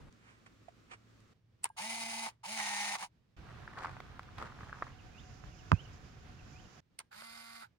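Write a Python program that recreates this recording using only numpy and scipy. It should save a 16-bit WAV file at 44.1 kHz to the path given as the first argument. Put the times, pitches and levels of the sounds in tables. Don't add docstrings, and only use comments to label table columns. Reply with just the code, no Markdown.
import sys
import numpy as np
from scipy import signal
from scipy.fft import rfft, irfft, next_fast_len
from scipy.io import wavfile
from scipy.ndimage import map_coordinates

SR = 44100
rng = np.random.default_rng(int(sys.argv[2]) if len(sys.argv) > 2 else 0)


def bounce(signal):
    frames = np.transpose(np.atleast_2d(signal))
    limited = np.clip(frames, -1, 1)
    pcm = np.round(limited * 32767).astype(np.int16)
    wavfile.write(sys.argv[1], SR, pcm)


N = 343098
TIME = np.arange(N) / SR

# freq_hz, density_db, left_minus_right_db, coherence, left_lead_rad
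SHORE_COLOUR = [(25, -78, 0.097, 0.52, 0), (81, -75.5, 1, 0.25, 0), (216, -83.5, 1, 0.26, 0),
                (590, -93.5, 0.32, 0.12, 0), (1360, -97, 0, 0.38, 0), (2950, -106, 0.37, 0.19, 0),
                (8250, -118, 0.079, 0.24, 0), (14600, -131, 0, .2, 0)]
HILL_COLOUR = [(25, -103, 11, 0.78, 0.72), (54.6, -86, 0, 0.92, 0.23), (107, -94.5, 3, 0.84, 0.1),
               (200, -86.5, -3, 0.45, 0.45), (920, -105.5, 2.5, 0.088, 1), (1170, -99, -3, 0.028, 0.88),
               (2060, -104.5, -1.5, 0.033, 1), (4260, -110, -1.5, 0.17, 0.36),
               (7200, -114, -1, 0.083, 0.16), (10200, -126, 0, 0.057, 0.23), (15300, -128, 0, 0.079, 0.087)]
HUSH_COLOUR = [(24.94, -111, -0.5, 0.98, 0.0096), (48.4, -98.5, 1, 0.99, 0.0049),
               (119, -94, -2, 0.83, 0.005), (296, -106, -2, 0.4, 0.015), (784, -116, -4, 0.21, 0.0057),
               (2440, -120, -3.5, 0.092, 0.0032), (5340, -126, -0.5, 0.16, 0), (10000, -141, 0, .2, 0.0077)]
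STREET_COLOUR = [(22, -87.5, 8, 0.82, 0.001), (48.3, -75, -1.5, 0.56, 0.0078),
                 (131.3, -76, -3.5, 0.89, 0.028), (181, -84, -2, 0.84, 0.0038),
                 (400, -91.5, -1, 0.32, 0.016), (740, -98.5, -5.5, 0.088, 0.019),
                 (1500, -94.5, -2.5, 0.11, 0), (1880, -100, -9, 0.13, 0.009),
                 (2600, -100, -2, 0.042, 0.0084), (4230, -106, -2, 0.22, 0.0093),
                 (6300, -114, -8.5, 0.085, 0.0056), (8360, -123, -6, .1, 0.0026),
                 (15000, -128, 3.5, .1, 0.0089)]
HISS_COLOUR = [(3900, -125, -5.5, 0.12, 0.002), (4800, -102, -20.5, .1, 0.022),
               (7140, -105, -21, 0.06, 0.0013), (8100, -128, -6, .1, 0.0029)]

# peak_s, level_db, rise_s, fall_s
FINGER_BURSTS = [(.126, -63, 0.0011, 0.0014), (.29, -62, 0.06, 0.069), (.464, -54.5, 0.0021, 0.011),
                 (.685, -60, 0.0018, 0.0082), (.917, -48, 0.0057, 0.013), (.94, -50, 0.019, 0.0091)]
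TICK_BURSTS = [(.126, -61, 0.00054, .0015), (1.205, -60.5, 0.00037, 0.00061), (2.986, -46, .0005, 0.0011)]
LEVER_BURSTS = [(1.644, -43.5, 0.0036, 0.012), (1.6555, -39, 0.003, 0.0064), (2.262, -38, .002, 0.008),
                (2.285, -57, 0.0018, 0.025), (2.9545, -36.5, 0.0021, 0.0092), (3.0265, -40, 0.0015, 0.0065),
                (3.051, -51, 0.0015, 0.0016), (6.993, -49.5, 0.001, 0.01), (7.0035, -47, 0.0022, 0.0064),
                (7.129, -52, 0.0011, .002), (7.2212, -44, 0.00079, 0.0017), (7.626, -55, 0.0026, 0.0061)]
FINGER_COLOUR = [(148, -21, -10, .9, 0.5), (497, -4.5, -8, 0.61, 1.6), (950, -0.5, -8, 0.48, 3.9),
                 (2370, -0.5, -4, 0.76, 2.1), (3980, -14.5, -2, 0.45, 3.1), (9100, -18, 1, 0.82, 1.5),
                 (13900, -70, 0, .4, 21)]
TICK_COLOUR = [(1200, -1, 0, 0.55, 0.042), (5500, 9, 0, 0.37, 1), (9400, 2, 0, .6, 0.81),
               (12800, -26, 0.0045, 0.53, 1)]
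LEVER_COLOUR = [(120, -20, -2, .8, -2.5), (485, -12.5, -6.5, 1, 1.5), (920, 4.5, -1, 0.63, 2),
                (1400, -2.5, 1.5, 0.68, -0.5), (2000, -2, -0.5, .5, 5.5), (3500, -11, -5, .4, 0.5),
                (9200, -20.5, -0.5, 0.66, 5.5), (15000, -32, -2, 0.39, 1.5)]
# start_s, gain_db, pitch_hz, rise_s, t60_s, left_minus_right_db
CASE_RINGS = [(.6825, -37.5, 695, 0.0018, 0.032, -9.5), (1.642, -35.5, 820, 0.0011, 0.028, -3),
              (1.6522, -25.5, 930, 0.0036, .026, -2), (7.001, -46, 950, 0.0016, 0.018, -2),
              (7.2207, -40, 1540, 0.00059, .012, -2), (7.22, -48, 580, .001, 0.028, -5),
              (7.622, -43, 1500, 0.0036, 0.04, -5), (1.7, -37, 890, 0.0022, .03, 1)]

# peak_s, level_db, rise_s, fall_s
HILL_BLADE_BURSTS = [(1.6347, -45, 0.0004, 0.0011), (1.641, -41.5, 0.003, 0.0023),
                     (1.6431, -23.5, 0.0003, 0.00041), (1.6452, -42.5, .001, 0.0072),
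                     (1.654, -41.5, 0.002, 0.0041), (1.691, -57, 0.00044, 0.00085)]
STREET_BLADE_BURSTS = [(6.9912, -34.5, 0.0013, 0.0011), (7.0003, -45.5, 0.00055, 0.002)]
HILL_BLADE_COLOUR = [(200, -31, 3.5, .8, 5), (801.5, -6, -7.5, 0.72, 12), (1523, -9, -1, .5, -7.5),
                     (2265, -2.5, 1.5, .5, 4.5), (2680, 0, 6, 0.89, 0.5), (3500, -6.5, -4.5, 0.54, 4),
                     (4780, -3, -5.5, 0.71, 4.5), (6500, -8.5, -2.5, 0.93, 8), (8400, 8, -1, .7, 4),
                     (9800, 1, -2.5, 0.7, 2.5), (10700, -16.5, -5, 0.85, 12.5), (15500, -16.5, 4, .6, 0)]
STREET_BLADE_COLOUR = [(200, -27, -9, 0.67, 0.25), (1200, -8, 0, 0.7, 1.5), (2800, 1, -13, 0.47, 0.75),
                       (3570, -12, -5, .3, 0.065), (4570, 6, -8, 0.33, 0.37), (6600, -15, -18, .2, 0.61),
                       (9500, 8, 3, .3, 0), (9800, -3, -2, .2, 0), (15000, -18, 1, .2, 0)]
# pitch_hz, gain_db, t60_s
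SPRING_MODES = [(1060, -3.5, 0.14), (1618, -3, 0.25), (2920, -12.5, 0.19), (7200, -23.5, 0.35),
                (9324, -10, 0.24)]

# on_s, off_s, coast_s, hiss_db, rattle_db, start_jolt_db, stop_jolt_db, mesh_db
HILL_MOTOR_RUNS = [(1.764, 2.264, 0.027, -42.5, -49.5, -45, -43, -3),
                   (2.431, 2.953, 0.012, -42.5, -54, -43.5, -43, -8.5),
                   (2.974, 3.031, 0.026, -44.5, -50.5, -56, -40, -2)]
STREET_MOTOR_RUNS = [(7.108, 7.625, 0.029, -56.5, -61.5, -55, -48, 0.0048)]
# speed_multiple, gain_db, load_boost_db, left_minus_right_db, left_lead_rad
HILL_WHINE = [(1, -52.5, -2, 0.5, 0.4), (2, -74.5, -0.5, 0, 0.64), (3, -57, -7, -12.5, 1.37),
              (4, -53.5, 9.5, -1, 0.99), (5, -70, 12, -4, 0.84), (6, -79, 0, -6, 1.7), (7, -71, 1, 2, 0.99),
              (9, -48, 6.5, 5, 0.66), (10, -59.5, 12, -16, 0.76), (11, -55, 9, 9, 1.5),
              (13, -68, -3, 2, 1.8), (17, -58, 1, -3, 1), (18, -66, 1, -2, 1.9)]
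STREET_WHINE = [(0.99, -65, 0, -8, 0.96), (3.01, -63.5, 0, 4, 3.7), (3.98, -63, 0, -5, 2.8),
                (4.93, -62, 0, 1, 1.14), (5.95, -64.5, 0, -9, 0.64), (6.5, -71, 0, -17, 1.7),
                (8, -69, 0, 0, 1.2), (8.94, -60, 0, 4.5, 1.74), (21.3, -71, 0, 5, 1.1)]
# centre_hz, width_hz, gain_db
GEAR_MODES = [(2150, 130, 4), (2360, 70, 5.5), (3720, 110, 5), (4300, 120, 2.5), (4800, 120, 7.5),
              (5090, 73, 7.5), (5420, 77, 2), (6030, 130, 7.5), (8100, 240, 6.5), (8800, 200, 5.5),
              (9360, 330, 10.5)]
HILL_CASE_MODES = [(702, 104, -9), (833, 95, -0.5), (925, 84, -1), (1210, 200, -12)]
STREET_CASE_MODES = [(790, 130, 1), (894, 63, -1), (1186, 110, -3), (1400, 190, 4.5)]
HILL_GEAR_COLOUR = [(290, -24.5, -6, 0.92, 0.81), (595, -15, -8.5, 1, 1.4), (1080, -9.5, 1.5, 0.6, 1.4),
                    (1850, -3.5, 5, 0.35, 2.2), (2120, 1, 6.5, 1, 1.2), (2940, 1.5, -4, 0.55, 3.4),
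                    (3340, -6.5, -2, 0.13, 1), (4200, -2, -1, .2, 1.6), (5550, -5, -0.5, 0.5, 1.9),
                    (6440, -3.5, -3, 0.2, 5.6), (7800, -8.5, -1, 0.28, 4.6), (9500, -7, -0.5, 0.6, 5.4),
                    (11070, -3.5, 0.5, 0.99, 3.23), (12100, -75, -1, 1, 4.8), (14760, -8.5, 0, 0.85, 3.3)]
STREET_GEAR_COLOUR = [(302, -18, -9, .7, -5), (704, -5.5, -8, 1, 2), (1620, 1.5, -5, 0.56, 1),
                      (2210, 3, -3.5, 0.38, 2), (2900, 0, -3, 0.46, 2.5), (4700, 0.5, -9.5, 0.081, 6.5),
                      (5240, -6, -9, .1, 0.5), (6360, -14, -14, .1, 8), (7300, -5, -11, 0.091, -5),
                      (7940, -19.5, -18, .1, 9), (9520, -4, 3.5, 0.25, 1.5), (9650, -14, -4, 0.22, -4),
                      (12600, -9, -1, 0.25, 2), (14100, -8, 0, 0.22, 5.5), (15500, -55, -2, .2, 15)]
HILL_RATTLE_COLOUR = [(353, -13.5, 12, .9, 1), (680, -3, -7, 1, 0.88), (900, 0, -4.5, 1, 1.2),
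                      (1250, -6, 9, 0.86, 1.4)]
STREET_RATTLE_COLOUR = [(350, -18, -7, .8, 2.3), (805, 2.5, -3, 1, 3.5), (1310, -4.5, -6, 0.77, 0.9),
                        (2200, 0, -8, 0.48, 1.1)]
FILM_COLOUR = [(1000, -22.5, 1, 0.55, 1.2), (1450, -2, 0, .5, 0.75), (1750, -1, 5, .5, 1),
               (2600, -2, 7, .5, 1.5), (3270, -11, 7, .3, 1.2), (3700, 0, -4, .3, 1.3),
               (4700, -7.5, 3, .3, 2.3), (6350, -1.5, -4, .3, 5.1), (7500, -10, 0, .3, 5.4),
               (11000, -49, -2.5, .3, 4)]
# peak_s, level_db, rise_s, fall_s
CATCH_BURSTS = [(2.575, -50, 0.0034, 0.01), (2.601, -34.5, 0.0088, 0.0083)]
CATCH_COLOUR = [(600, -18, -1, 0.64, 1), (1000, 5, -2, 0.77, 1), (1500, -8, 0, .6, 1.2),
                (2130, 9, 0, 0.83, 1.2), (3000, -9, 2, .4, 1.5), (9000, -43, 0, .3, 3)]

# heel_s, heel_db, sole_delay_s, sole_db
GRAVEL_STEPS = [(3.781, -45, 0.054, -46), (4.385, -49.5, 0.032, -48)]
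# start_s, end_s, gain_db
SHOE_SHUFFLES = [(3.438, 3.803, -58), (3.9, 4.35, -63), (4.568, 4.907, -56.5)]
# start_s, gain_db, pitch_hz
STONE_CLICKS = [(3.677, -33, 1370), (3.735, -41, 2000), (3.778, -48, 1010), (3.787, -47, 1110),
                (3.834, -41, 1050), (3.846, -24.5, 1090), (3.857, -26, 1030), (3.869, -35, 1200),
                (3.967, -34.5, 836), (4.003, -34, 1100), (4.194, -30, 1080), (4.289, -44.5, 1500),
                (4.384, -43, 1080), (4.407, -42, 835), (4.425, -29.5, 925), (4.46, -44, 1390),
                (4.522, -44, 1210), (4.589, -42, 985), (4.608, -38.5, 1180), (4.632, -38, 1100),
                (4.695, -37, 1450), (4.728, -29.5, 1450), (4.823, -19.5, 1100), (4.829, -31, 1150),
                (4.868, -38, 1080)]
# peak_s, level_db, rise_s, fall_s
GRIT_BURSTS = [(3.7865, -45, .0005, 0.0025), (3.847, -51, 0.00079, 0.0082), (4.003, -45, 0.00015, 0.0019),
               (4.194, -45.5, 0.00018, 0.0016), (4.2315, -49.5, 0.00033, 0.00093),
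               (4.3825, -46, 0.00043, 0.0056), (4.425, -47, 0.00064, 0.0031)]
THUD_BURSTS = [(3.848, -57, 0.0046, 0.014), (4.426, -42.5, 0.0032, 0.011)]
GRIT_COLOUR = [(2000, 8, 0, 0.56, 0.43), (4600, -3.5, -12, 0.22, -1.6), (6700, -13, -3, 0.21, -1.7),
               (8900, -17, -2, 0.26, -1.7), (14500, -22, 0, .2, -1.2)]
THUD_COLOUR = [(110, 1, -2, 0.83, 0), (300, -14, -1, 0.74, 0), (619, -5, -1, 0.91, 0),
               (1490, -53, 0, .5, 0), (6000, -72, 0, .3, 0)]
CRUNCH_COLOUR = [(119, -2, 6, 0.89, 1), (292, -2, -10, 1, -1.5), (615, -1, 0.5, 0.24, 1.9),
                 (1210, 7, 0, 1, -1), (1810, -2, 2, 0.27, 0), (2960, -14.5, -3, 0.13, -2.5),
                 (5600, -21.5, -10, 0.21, -5.5), (8600, -27, 7, 0.11, -1.5), (14300, -58, 0, 0.12, -5)]
STONE_COLOUR = [(151, -11, 4, 0.93, 1.5), (500, -4, -4, 0.99, -1), (1343, 8, -2, 0.43, 0.2),
                (1913, 4, 0, 1, -0.5), (3180, -15, -1, 0.26, -3), (5900, -30, 2, .2, 2),
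                (8950, -50, 0, .1, 6), (15000, -50, 2, .1, 4)]
SAND_COLOUR = [(801, -19, 2, .6, 4), (2490, 12, 10, 0.41, -2), (4530, 5, -8, 0.34, -2),
               (7950, -5, 12, 0.24, -3.5), (13800, -15, -1, 0.23, -1)]

# start_s, length_s, start_hz, end_hz, gain_db
BIRD_WHISTLES = [(4.918, 0.041, 2950, 2600, -60), (4.982, 0.03, 3200, 2350, -57),
                 (5.125, 0.084, 2410, 3480, -56.5), (5.185, 0.0415, 3520, 3900, -62),
                 (5.211, 0.037, 2700, 2840, -59.5), (5.51, 0.055, 2960, 2230, -59.5),
                 (5.585, 0.029, 3180, 2510, -59), (5.72, 0.1, 2460, 3400, -49.5),
                 (5.841, 0.027, 3300, 2670, -56), (6.383, 0.031, 2940, 2370, -57),
                 (6.521, 0.087, 2330, 3230, -54.5), (6.642, 0.019, 3170, 2700, -65)]

# peak_s, impulse_db, softness_s
HOUSING_HITS = [(5.4395, -32.5, 0.000028), (5.7183, -1.5, 0.000022), (5.7192, -16, 0.00005),
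                (5.7292, -9, 0.00017)]
# pitch_hz, gain_db, t60_s
HOUSING_MODES = [(380, -20, 0.0066), (680, -24.5, 0.033), (1020, -14.5, 0.014), (1210, -17, 0.014),
                 (1450, -15.5, 0.0055), (1557, -50, 0.15), (1900, -29, 0.0067), (2570, -23.5, 0.012),
                 (4450, -34, 0.005), (7900, -43, 0.005)]
# start_s, pitch_hz, gain_db, rise_s
HOUSING_SWAYS = [(5.44, 120, -45.5, .003), (5.7238, 128, -16.5, 0.005), (5.7349, 114, -14, 0.0031),
                 (5.727, 50, -37, 0.016)]
HOUSING_COLOUR = [(97, 0.00073, -11, 0.94, 0), (404, 0, -7.5, 0.82, 2.5), (900, 0.0017, 0.5, 0.91, 2),
                  (1420, 0.0067, -11, 1, 0.5), (3046, 0.0039, -11, 0.42, -3), (12000, 0, -3.5, 0.33, 1.5)]

KICK_HZ, ENGAGE_HZ, FREE_HZ = 65, 214, 230.2
PULL_START_S, PULL_END_S, TENSION_LAG_S = 2.569, 2.975, 0.039


def amp(db):
    return 10 ** (np.asarray(db) / 20)


def unit_rms(x):
    return x / np.sqrt(np.mean(x ** 2) + 1e-20)


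def pan(side_db):
    return amp(np.array([[side_db], [-side_db]]) / 2)


def span(start_s, end_s):
    return slice(max(int(start_s * SR), 0), max(int(end_s * SR), 0))


def placed(x, t):
    out = np.zeros((2, N))
    out[:, round(t[0] * SR):][:, :len(t)] = x
    return out


def during(start_s, end_s, t, edge_s=0.0082):
    return np.clip(np.minimum(t - start_s, end_s - t) / (2 * edge_s) + .5, 0, 1)


def drift(rate_hz, t):
    knots = rng.standard_normal(2048)
    return np.interp(t * rate_hz, np.arange(len(knots)), knots)


def settle(x, lag_s):
    pole = np.exp(-1 / (lag_s * SR))
    return signal.lfilter([1 - pole], [1, -pole], x)


def ring(x, hz, t60_s):
    radius, step_rad = np.exp(-np.log(1000) / (t60_s * SR)), 2 * np.pi * hz / SR
    return signal.lfilter([0, np.sin(step_rad)], [1, -2 * radius * np.cos(step_rad), radius ** 2],
                          x + 1e-18)


def resonate(x, modes):
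    out = 0
    for k, (hz, width_hz, db) in enumerate(modes):
        t60_s = np.log(1000) / (np.pi * width_hz)
        out += (-1) ** k * amp(db) * 2 * np.pi * width_hz / SR * ring(x, hz, t60_s)
    return out


def lift(x, modes):
    for hz, width_hz, db in modes:
        x = x + (amp(db) - 1) * signal.lfilter(*signal.iirpeak(hz, hz / width_hz, fs=SR), x)
    return x


def click(at_s, db, t):
    out = np.zeros(len(t))
    out[int((at_s - t[0]) * SR)] = amp(db)
    return out


def grains(t, per_s, spread_db):
    chance = np.random.default_rng(rng.integers(2 ** 31)).random((len(t), 4))
    hits = chance[:, 0] < per_s / SR
    size = amp(spread_db * np.minimum(-np.log(1 - chance[:, 1]), 4))
    return unit_rms(hits * size * (chance[:, 2:].T - .5))


def bursts(rows, t=TIME):
    power = np.zeros(len(t))
    for peak_s, db, rise_s, fall_s in rows:
        near = span(peak_s - t[0] - 10 * rise_s, peak_s - t[0] + 10 * fall_s)
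        age_s = t[near] - peak_s
        power[near] += (amp(db) * np.exp(np.minimum(age_s / rise_s, -age_s / fall_s))) ** 2
    return np.sqrt(power) * np.sign(rng.standard_normal((2, len(t))))


def ports(pair, colour, keep_power=True):
    length = pair.shape[1]
    size = next_fast_len(length + 4096, True)
    hz = np.maximum(np.fft.rfftfreq(size, 1 / SR), 1)
    knots_hz, *columns = np.transpose(colour)
    db, side_db, coherence, lead_rad = [np.interp(np.log(hz), np.log(knots_hz), c) for c in columns]
    gain = amp(db) * np.minimum(hz / knots_hz[0], 1)
    gain = unit_rms(gain) if keep_power else gain * np.sqrt(SR / 2)
    cepstrum = irfft(np.log(gain), size)
    cepstrum[1:size // 2] *= 2
    cepstrum[size // 2 + 1:] = 0
    mid, side = rfft(pair, size) * np.exp(rfft(cepstrum))
    coherence = np.clip(coherence, 0, 1)
    mid *= np.sqrt((1 + coherence) / 2)
    side *= np.sqrt((1 - coherence) / 2)
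    steer = amp(side_db / 2) * np.exp(.5j * lead_rad)
    return irfft([(mid + side) * steer, (mid - side) / steer], size)[:, :length]


def air(colour, t, flutter_db):
    level = during(t[0], t[-1], t) * amp(flutter_db * drift(19, t))
    return level * ports(rng.standard_normal((2, len(t))), colour, keep_power=False)


def hum(t, hz, db, side_db, width_hz):
    band = unit_rms(resonate(rng.standard_normal(len(t)), [(hz, width_hz, 0)]))
    return during(t[0], t[-1], t) * amp(db) * pan(side_db) * band


def street_air(t, rumble_hz=190, rumble_end_s=6.68, hiss_db_per_s=9.5, hiss_full_s=5.35):
    hiss_db = -8 - hiss_db_per_s * np.maximum(hiss_full_s - t, 0)
    out = amp(0.74) * air(STREET_COLOUR, t, flutter_db=1.3)
    out += amp(hiss_db) * air(HISS_COLOUR, t, flutter_db=3.0)
    rumble = signal.sosfilt(signal.butter(1, rumble_hz, fs=SR, output="sos"), out)
    out -= rumble * (1 - during(0, rumble_end_s, t, edge_s=0.016))
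    return out + hum(t, hz=738, db=-73.5, side_db=-14, width_hz=18)


def outdoors():
    cuts_s = np.array([.1, 1.337, 3.365, 6.805])
    shore, hill, hill_hush, street, street_hush = np.split(TIME, (cuts_s * SR).astype(int))
    out = placed(amp(0.5) * air(SHORE_COLOUR, shore, flutter_db=3.5), shore)
    out += placed(amp(-3.0) * air(HILL_COLOUR, hill, flutter_db=1.0), hill)
    out += placed(hum(hill, hz=110.6, db=-68.5, side_db=-1, width_hz=5), hill)
    out += placed(air(HUSH_COLOUR, hill_hush, flutter_db=2.5), hill_hush)
    out += placed(hum(hill_hush, hz=115, db=-75.5, side_db=-1, width_hz=14), hill_hush)
    out += placed(street_air(street), street)
    return out + placed(amp(-2.0) * air(HUSH_COLOUR, street_hush, flutter_db=-3.5), street_hush)


def handling():
    fingers = ports(bursts(FINGER_BURSTS), FINGER_COLOUR)
    levers = ports(bursts(LEVER_BURSTS), LEVER_COLOUR)
    ticks = ports(bursts(TICK_BURSTS), TICK_COLOUR)
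    return fingers + levers + ticks


def case_ring(lead_rad):
    out = np.zeros((2, N))
    for start_s, db, hz, rise_s, t60_s, side_db in CASE_RINGS:
        t = TIME[span(start_s, start_s + .08)]
        age_s = np.maximum(t - start_s, 0)
        level = amp(db - 60 * age_s / t60_s) * (1 - np.exp(-(age_s / rise_s) ** 2))
        tone = np.sin(2 * np.pi * hz * age_s + np.array([[lead_rad], [0]]))
        out += placed(level * pan(side_db) * tone, t)
    return out


def shutter(blades, colour, spring_db, ping_db, ping_lead_rad, ping_hz=9200, ping_rise_s=.00027):
    snap_s = max(blades, key=lambda row: row[1])[0]
    t = TIME[int(snap_s * SR) - 1024:][:16384]
    kick = click(snap_s, spring_db, t)
    spring = sum(amp(db) * ring(kick, hz, t60_s) for hz, db, t60_s in SPRING_MODES)
    age = np.maximum((t - snap_s) / ping_rise_s + 2, 0)
    ping_level = amp(ping_db) * (age / 2) ** 2 * np.exp(2 - age)
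    ping = ping_level * np.sin(2 * np.pi * ping_hz * (t - snap_s) + np.array([[ping_lead_rad], [0]]))
    return placed(ports(bursts(blades, t), colour) + spring + ping, t)


def motor(runs, load, tension, t, spin_up_s=.032, run_down_s=.14, attack_s=.01, sag_hz=22.75):
    start_jolt_s, stop_jolt_s = 0.038, 0.0074
    pull_hiss_db, pull_rattle_db, wander_db = 1, 9, 1.5
    speed_hz, mesh = np.full(len(t), float(KICK_HZ)), np.ones(len(t))
    drive, hiss, rattle = np.zeros((3, len(t)))
    for on_s, off_s, coast_s, hiss_db, rattle_db, start_db, stop_db, mesh_db in runs:
        age_s, after_s, begun = np.maximum(t - on_s, 0), np.maximum(t - off_s, 0), t >= on_s
        spin_hz = FREE_HZ - (FREE_HZ - KICK_HZ) * np.exp(-age_s / spin_up_s)
        speed_hz = np.where(begun, spin_hz * np.exp(-after_s / run_down_s), speed_hz)
        mesh = np.where(begun, amp(mesh_db * (1.5 - tension)), mesh)
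        gate = np.minimum(age_s / attack_s, 1) * np.exp(-(after_s / coast_s) ** 2)
        jolts = amp(start_db) * np.exp(-age_s / start_jolt_s)
        jolts += amp(stop_db) * np.exp(-np.maximum(off_s - t, 0) / stop_jolt_s)
        shake = amp(rattle_db + pull_rattle_db * load + wander_db * drift(40, t))
        drive += gate
        hiss += gate * amp(hiss_db + pull_hiss_db * load) * spin_hz / FREE_HZ
        rattle += gate * np.hypot(shake, jolts)
    return speed_hz - sag_hz * settle(load, lag_s=.04), drive, hiss, rattle, mesh


def worn_teeth(motor_rad, turns_per_wheel=2):
    size = int(turns_per_wheel * SR / FREE_HZ)
    surface = rng.standard_normal(1024)[:size]
    position = motor_rad / (2 * np.pi * turns_per_wheel) % 1 * size
    return unit_rms(map_coordinates(surface, [position], mode="grid-wrap"))


def gear_scrape(t, motor_rad, bite, ringing, worn_share=0.16):
    rough = grains(t, per_s=14000, spread_db=2.5)
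    worn = np.array([worn_teeth(motor_rad), worn_teeth(motor_rad)])
    teeth = (np.sqrt(1 - worn_share) * rough + np.sqrt(worn_share) * worn) * bite
    return unit_rms(teeth + ringing * (lift(teeth, GEAR_MODES) - teeth))


def case_rattle(t, modes, bite, engaged, loose_ratio=1.038):
    jiggle = grains(t, per_s=1700, spread_db=2.0) * bite
    loose_modes = [(hz * loose_ratio, width_hz, db) for hz, width_hz, db in modes]
    loose = resonate(jiggle[:, ::-1] * np.sqrt(1 - engaged ** 2), loose_modes)
    return resonate(jiggle * engaged, modes) + loose


def winder(runs, tones, case_modes, gear_colour, rattle_colour, throb_db, waver_db, slip_rad, pace):
    t = TIME[span(runs[0][0] - .05, runs[-1][1] + .2)]
    load = during(PULL_START_S, PULL_END_S, t, edge_s=0.007)
    tension = settle(load, TENSION_LAG_S)
    speed_hz, drive, hiss, rattle, mesh = motor(runs, load, tension, t)
    motor_rad = 2 * np.pi * np.cumsum(pace * speed_hz * (1 + 0.00306 * drift(70, t))) / SR
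    engaged = np.minimum(speed_hz / ENGAGE_HZ, 1) ** 6
    throb = np.cos(motor_rad) + 0.67 * np.cos(motor_rad / 3) + 0.38 * np.cos(motor_rad / 6)
    bite = amp(throb_db * (throb + 1.5 * drift(90, t)))
    out = hiss * ports(gear_scrape(t, motor_rad, bite, mesh * engaged), gear_colour)
    out += amp(-45) * load * drive * film_scrape(t, bite)
    out += rattle * unit_rms(ports(case_rattle(t, case_modes, bite, engaged), rattle_colour))
    for multiple, db, load_db, side_db, lead_rad in tones:
        wander_db = waver_db * min(multiple / 3, 1) * drift(45, t)
        level = drive ** 2 * engaged * amp(db + load_db * tension + wander_db)
        backlash_rad = slip_rad * np.sqrt(multiple) * drift(110, t)
        tone = np.sin(multiple * motor_rad + backlash_rad + np.array([[lead_rad], [0]]))
        out += level * (mesh if multiple > 7 else 1) * pan(side_db) * tone
    return placed(out, t)


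def film_scrape(t, bite):
    return ports(grains(t, per_s=6000, spread_db=0.5) * bite, FILM_COLOUR)


def film_catch():
    return ports(bursts(CATCH_BURSTS), CATCH_COLOUR)


def tread(t, attack_s=0.011, release_s=0.061):
    def press(at_s, db):
        return amp(db) * np.exp(np.minimum((t - at_s) / attack_s, (at_s - t) / release_s))
    parts = [press(heel_s, heel_db) + press(heel_s + delay_s, sole_db)
             for heel_s, heel_db, delay_s, sole_db in GRAVEL_STEPS]
    parts += [amp(db) * during(start_s, end_s, t, edge_s=0.029) for start_s, end_s, db in SHOE_SHUFFLES]
    return np.sqrt(np.sum(np.square(parts), axis=0))


def pebbles(t, low_hz, high_hz, per_s, t60_cycles):
    out = 0
    for hz in np.geomspace(low_hz, high_hz, 9):
        out += unit_rms(ring(grains(t, per_s / 9, spread_db=2.0), hz, t60_cycles / hz))
    return unit_rms(out)


def footsteps(crunch_db, pebble_db, sand_db, stone_db, stone_t60_cycles):
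    t = TIME[span(3.365, 5.1)]
    weight = tread(t)
    out = amp(crunch_db) * weight * ports(grains(t, per_s=700, spread_db=0.5), CRUNCH_COLOUR)
    clatter = pebbles(t, low_hz=600, high_hz=2200, per_s=260, t60_cycles=6.9)
    out += amp(pebble_db) * weight * ports(clatter, STONE_COLOUR)
    slips = bursts([(at_s + 0.00093, db, .0002, .0016) for at_s, db, _ in STONE_CLICKS], t)
    rings = sum(ring(click(at_s, db, t), hz, stone_t60_cycles / hz) for at_s, db, hz in STONE_CLICKS)
    out += amp(stone_db) * ports(0.88 * slips + rings * [[1], [0]], STONE_COLOUR)
    out += amp(sand_db) * weight * ports(grains(t, per_s=330, spread_db=-0.5), SAND_COLOUR)
    out += ports(bursts(GRIT_BURSTS, t), GRIT_COLOUR)
    out += ports(bursts(THUD_BURSTS, t), THUD_COLOUR)
    return placed(out, t)


def bird(side_db, echo_db, t60_s):
    call = np.zeros(N)
    for start_s, length_s, start_hz, end_hz, db in BIRD_WHISTLES:
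        progress = np.linspace(0, 1, int(length_s * SR))
        hz = start_hz + (end_hz - start_hz) * progress ** (2.4 if end_hz > start_hz else 1.1)
        level = amp(db) * (hz / 3000) ** 2 * np.sqrt(np.abs(np.sin(np.pi * progress ** 1.1)))
        first = int(start_s * SR)
        call[first:first + len(hz)] += level * np.sin(2 * np.pi * np.cumsum(hz) / SR)
    call *= 0.45 + 0.25 * drift(220, TIME)
    scatter = rng.standard_normal((2, SR // 2)) * amp(-60 * TIME[:SR // 2] / t60_s)
    echoes = signal.fftconvolve(call[None], scatter / np.linalg.norm(scatter[0]), axes=1)[:, :N]
    return call * pan(side_db) + amp(echo_db) * echoes


def knock():
    t = TIME[span(5.4, 6.1)]
    force = np.zeros(len(t))
    for peak_s, db, softness_s in HOUSING_HITS:
        push = np.exp(-.5 * ((t - peak_s) / softness_s) ** 2)
        force += amp(db) * push / (push.sum() + 1e-20)
    out = sum(amp(db) * ring(force, hz, t60_s) for hz, db, t60_s in HOUSING_MODES)
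    for start_s, hz, db, rise_s in HOUSING_SWAYS:
        age_s = np.maximum(t - start_s, 0)
        out += amp(db) * (age_s / rise_s) * np.exp(1 - age_s / rise_s) * np.sin(2 * np.pi * hz * age_s)
    return placed(ports(out * [[1], [0]], HOUSING_COLOUR), t)


def scene():
    out = winder(HILL_MOTOR_RUNS, HILL_WHINE, HILL_CASE_MODES, HILL_GEAR_COLOUR, HILL_RATTLE_COLOUR,
                 throb_db=1.0, waver_db=3.0, slip_rad=0.15, pace=0.99)
    out += winder(STREET_MOTOR_RUNS, STREET_WHINE, STREET_CASE_MODES, STREET_GEAR_COLOUR,
                  STREET_RATTLE_COLOUR, throb_db=1.1, waver_db=1.5, slip_rad=0.07, pace=1.005)
    out += shutter(HILL_BLADE_BURSTS, HILL_BLADE_COLOUR, spring_db=-57, ping_db=-16, ping_lead_rad=4.8)
    out += shutter(STREET_BLADE_BURSTS, STREET_BLADE_COLOUR,
                   spring_db=-71, ping_db=-35.5, ping_lead_rad=0.43)
    out += case_ring(lead_rad=1.3) + film_catch()
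    out += footsteps(crunch_db=-2, pebble_db=-15, sand_db=-18.5, stone_db=-7.5, stone_t60_cycles=5.7)
    return out + knock() + handling() + bird(side_db=-9.5, echo_db=-5, t60_s=.3) + outdoors()


def record(dry):
    cutoff_hz = 15900
    return signal.sosfilt(signal.ellip(10, .1, 80, cutoff_hz, fs=SR, output="sos"), dry)


dry = scene()
out = record(dry)
bounce(out)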